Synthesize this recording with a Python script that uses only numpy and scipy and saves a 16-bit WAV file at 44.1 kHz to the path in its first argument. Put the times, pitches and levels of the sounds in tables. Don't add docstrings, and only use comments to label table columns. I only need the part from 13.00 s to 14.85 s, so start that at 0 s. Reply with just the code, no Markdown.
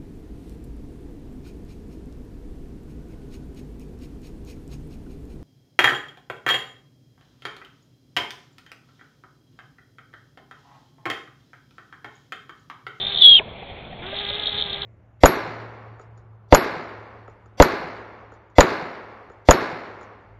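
import sys
import numpy as np
from scipy import signal
from scipy.fft import rfft, irfft, next_fast_len
from scipy.io import wavfile
from scipy.ndimage import uniform_filter1d, map_coordinates

SR = 44100
rng = np.random.default_rng(int(sys.argv[2]) if len(sys.argv) > 2 else 0)


def gain_from_decibels(decibels):
    exponent = np.asarray(decibels, float) / 20
    return 10 ** exponent


def to_wav(sig):
    pcm = np.clip(np.atleast_2d(sig), -1, 1) * 32767
    pcm = np.round(pcm).astype(np.int16)
    wavfile.write(sys.argv[1], SR, pcm.T)


N = 81585
T = np.arange(N) / SR
STUTTER_HZ = 78


def unit(x):
    return x / np.sqrt(np.mean(x ** 2) + 1e-20)


def along(points, hz):
    point_hz, value = np.transpose(points)
    return np.interp(np.log(hz + 1), np.log(point_hz + 1), value)


def curves(rows):
    s, *columns = np.transpose(rows)
    sounding = 1. * ((T >= s[0]) & (T <= s[-1]))
    return [uniform_filter1d(sounding, size=200)] + [np.interp(T, s, c) for c in columns]


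def wobble(rate):
    return map_coordinates(rng.standard_normal(N // 20), [T * rate])


def turning(hz):
    return 2 * np.pi * np.cumsum(hz) / SR


def filtered(x, response):
    m = next_fast_len(N + SR // 2)
    return irfft(rfft(x, m) * response(np.fft.rfftfreq(m, 1 / SR)), m)[..., :N]


def peak(f, hz, width):
    return 1j * f * width / (hz * hz - f * f + 1j * f * width)


def night():
    # hz, level_db (per Hz)
    hum_colour = [(20, -11), (60, -3), (185, -6), (330, -13), (620, -7), (800, -10.5), (1200, -20),
                  (4400, -29)]
    # hz, width_hz, level_db
    insects = [(2305, 670, -49.5), (3370, 540, -49)]
    grid = signal.stft(rng.standard_normal(N), nperseg=512)[2]
    patches = uniform_filter1d(rng.standard_normal(grid.shape), 4, 0)
    patches = uniform_filter1d(patches, 8, 1)
    air = signal.istft(grid * gain_from_decibels(1.2 * unit(patches)), nperseg=512)[1][:N]
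    out = gain_from_decibels(-39.5) * unit(filtered(air, lambda f: gain_from_decibels(along(hum_colour, f))))
    for hz, width_hz, level_db in insects:
        band = filtered(rng.standard_normal(N), lambda f: peak(f, hz, width_hz) ** 2)
        out = out + gain_from_decibels(level_db + 2 * wobble(40)) * unit(band)
    return out


def whine(rows, stutters, ridge_db):
    # multiple, level_db
    harmonics = [(1, -1), (2, -4), (3, -7), (4, -7), (5, -7), (6, -11)]
    # hz, level_db
    mouth_bands = [(2800, -31), (3050, -4.5), (3300, -1), (3650, 1), (4000, -5), (4300, -5.5),
                   (4600, -14.5)]
    # hz, level_db (per Hz)
    breath_bands = [(300, -27.5), (700, -11), (1100, -9), (2000, -6), (2800, -3.5), (3600, 1.5),
                    (4300, -36.5)]
    jitter, open_sharpness = .012, 1.5
    ring_hz, ring_spread_hz = 3591, 240
    pulse_share = .85
    stutter_db, swell_db = 5, 1.5
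    puff_rise_s, puff_fall_s = .003, .0045

    def mouth(f):
        return gain_from_decibels(along(mouth_bands, f))

    gate, pitch_hz, hum_db, rasp_db = curves(rows)
    phase = turning(pitch_hz * (1 + jitter * wobble(60)))
    hum = 0
    for k, db in harmonics:
        hum = hum + gain_from_decibels(db + 1.6 * wobble(22)) * np.sqrt(2) * np.sin(k * phase + k * k)

    opening = np.exp(open_sharpness * (np.cos(phase) - 1))
    cycle = (phase / (2 * np.pi) + .5).astype(int)
    luck = np.tanh(1.1 * rng.standard_normal((N // 20, 2)))[cycle]
    ring_phase = turning(ring_hz + 1.8 * ring_spread_hz * luck[:, 1])
    rings = opening * gain_from_decibels(3.0 * luck[:, 0]) * np.sin(ring_phase)
    hiss = filtered(opening * rng.standard_normal(N), mouth)
    puffs = np.sqrt(1 - pulse_share) * unit(hiss) + np.sqrt(pulse_share) * unit(rings)

    beat = np.sin(turning(STUTTER_HZ * (1 + 0.08 * wobble(31))))
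    swell = swell_db * np.tanh(wobble(60))
    power = (gain_from_decibels(rasp_db) * unit(gain_from_decibels(stutter_db * beat + swell))) ** 2
    for s, db in stutters:
        spread_s = np.where(T < s, puff_rise_s, puff_fall_s)
        power = power + gain_from_decibels(2 * db) * np.exp(-2 * ((T - s) / spread_s) ** 2)
    effort = np.sqrt(power)

    rasp = filtered(puffs * effort, mouth) / np.std(filtered(puffs, mouth))
    ridge = gain_from_decibels(ridge_db) * effort * np.sin(turning(3590 + 40 * wobble(70)))
    breath = filtered(opening * rng.standard_normal(N), lambda f: gain_from_decibels(along(breath_bands, f)))
    return gate * (gain_from_decibels(hum_db) * (hum + gain_from_decibels(6) * unit(breath)) + rasp + ridge)


def squeal():
    # start_s, pitch_hz, level_db, flutter_depth (ratio to the whistle, may pass 1)
    path = [
        (.208, 3620, -17, .45),
        (.226, 3470, -8.5, .25),
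        (.238, 3280, -10, .35),
        (.249, 3400, -5.4, .25),
        (.272, 3295, -5.6, .1),
        (.355, 3265, -8, .28),
        (.371, 3150, -10.5, .35),
        (.388, 2950, -17, .6),
        (.399, 2000, -28, 1.1),
    ]
    # centre_s, drop_db (negative is a surge)
    falters = [(.225, -2.5), (.2305, 7), (.256, 4), (.253, -3.5), (.2605, -3), (.2665, -2.5), (.27, 3),
               (.308, 5), (.32, -1), (.337, 4), (.349, 3), (.362, 3), (.376, 5)]
    falter_s, waver_hz, shimmer_db = .0028, 28, .4
    skew = .75
    hoarse, hoarse_hz = .6, 700

    gate, pitch_hz, level_db, depth = curves(path)
    for s, db in falters:
        level_db = level_db - db * np.exp(-((T - s) / falter_s) ** 2)
    slide = T * STUTTER_HZ % 1 - .5
    folds = turning(370 * (1 + 0.2 * wobble(220) - 0.083 * slide))
    phase = turning(pitch_hz + waver_hz * wobble(100))

    def shake():
        return depth * gain_from_decibels(1.2 * np.tanh(wobble(120)))

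    tone = np.sin(phase)
    tone = tone + skew * shake() * np.sin(phase + folds)
    tone = tone + 0.36 * shake() * np.sin(phase - folds)
    tone = tone + 0.088 * shake() * np.sin(phase + 2 * folds)
    rough = np.tanh(wobble(hoarse_hz)) * np.sin(phase)
    rough = rough + np.tanh(wobble(hoarse_hz)) * np.cos(phase)
    tone = tone + hoarse * depth * rough
    return gate * np.sqrt(2) * gain_from_decibels(level_db + shimmer_db * np.tanh(wobble(100))) * tone


def paws():
    # start_s, peak_db, pitch_hz, t60_s
    pats = [(.394, -27, 850, .03), (.398, -25, 400, .05), (.405, -25, 620, .04), (.416, -30, 950, .04),
            (.272, -32, 450, .03), (.478, -33, 641, .04), (.519, -34, 482, .04), (.621, -33, 420, .05),
            (.627, -32, 750, .05), (.7, -34, 700, .05), (.927, -29, 700, .04), (1.128, -26, 590, .06),
            (1.305, -29, 540, .05), (1.48, -32, 600, .03)]
    out, t = np.zeros(N + SR), T[:SR // 10]
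    for s, db, hz, t60 in pats:
        thump = np.sin(2 * np.pi * hz * t * (1 + 3 * t))
        overtone = 0.21 * np.sin(2 * np.pi * 2.7 * hz * t + rng.uniform(0, 9.4))
        onset = 1 - np.exp(-t / .0015)
        out[round(s * SR):][:len(t)] += gain_from_decibels(db - 60 * t / t60) * onset * (thump + overtone) * 1.6
    return out[:N]


def scene():
    # start_s, pitch_hz (folds), hum_db, rasp_db
    whine_paths = [
        [(0, 380.6, -46, -31), (.07, 393.3, -45, -33), (.13, 395.8, -43.5, -30.5), (.19, 398, -49, -36.5),
         (.225, 395, -43.5, -17), (.3, 385, -49, -23.5), (.37, 385, -49, -23), (.39, 358.3, -47, -34),
         (.4, 382.6, -34.5, -61.5)],
        [(1.02, 332.3, -45, -72), (1.07, 384.5, -44.5, -45.5), (1.162, 402.9, -42.5, -37),
         (1.43, 417, -41, -34), (1.48, 423, -45, -26), (1.53, 407, -42, -35), (1.595, 428.1, -42, -28),
         (1.625, 404.2, -45.5, -30.5), (1.85, 401, -43.5, -39.5)],
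    ]
    # centre_s, level_db
    hard_puffs = [
        [(.006, -27), (.025, -29), (.038, -27), (.05, -27), (.07, -22), (.082, -28), (.1, -27), (.123, -26),
         (.131, -27), (.148, -21), (.161, -22), (.175, -18), (.187, -17), (.194, -20), (.202, -23)],
        [(1.066, -38), (1.166, -26), (1.189, -27), (1.201, -28), (1.214, -28), (1.25, -26), (1.267, -28),
         (1.289, -25), (1.3, -26), (1.337, -26), (1.352, -26), (1.398, -26), (1.436, -22), (1.459, -24),
         (1.472, -22), (1.491, -23), (1.523, -25), (1.548, -25), (1.561, -25), (1.577, -24), (1.586, -23),
         (1.6, -23), (1.613, -21), (1.624, -23), (1.664, -26), (1.703, -28), (1.731, -21), (1.742, -24),
         (1.82, -24), (1.833, -25)],
    ]
    ridges_db = [1, -10]
    yard_t60_s, yard_db = .08, -24
    near = sum(map(whine, whine_paths, hard_puffs, ridges_db)) + squeal() + paws()
    tail = rng.standard_normal(SR // 5) * gain_from_decibels(-60 * T[:SR // 5] / yard_t60_s)
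    echo = signal.fftconvolve(near, tail / np.linalg.norm(tail))[:N]
    return (near + gain_from_decibels(yard_db) * echo + night())[None]


def top_cut(x):
    return signal.sosfilt(signal.butter(12, 4650, fs=SR, output="sos"), x)


def record(dry):
    top_hz, edge_hz, wall_hz = 4282, 150, 4560

    def band(f):
        slope = 1 + np.exp(np.clip((f - top_hz) / edge_hz, -50, 50))
        return (f < wall_hz) / slope

    mix = np.clip(filtered(dry, band), -1, 1)
    return top_cut(mix)


dry = scene()
out = record(dry)
to_wav(out)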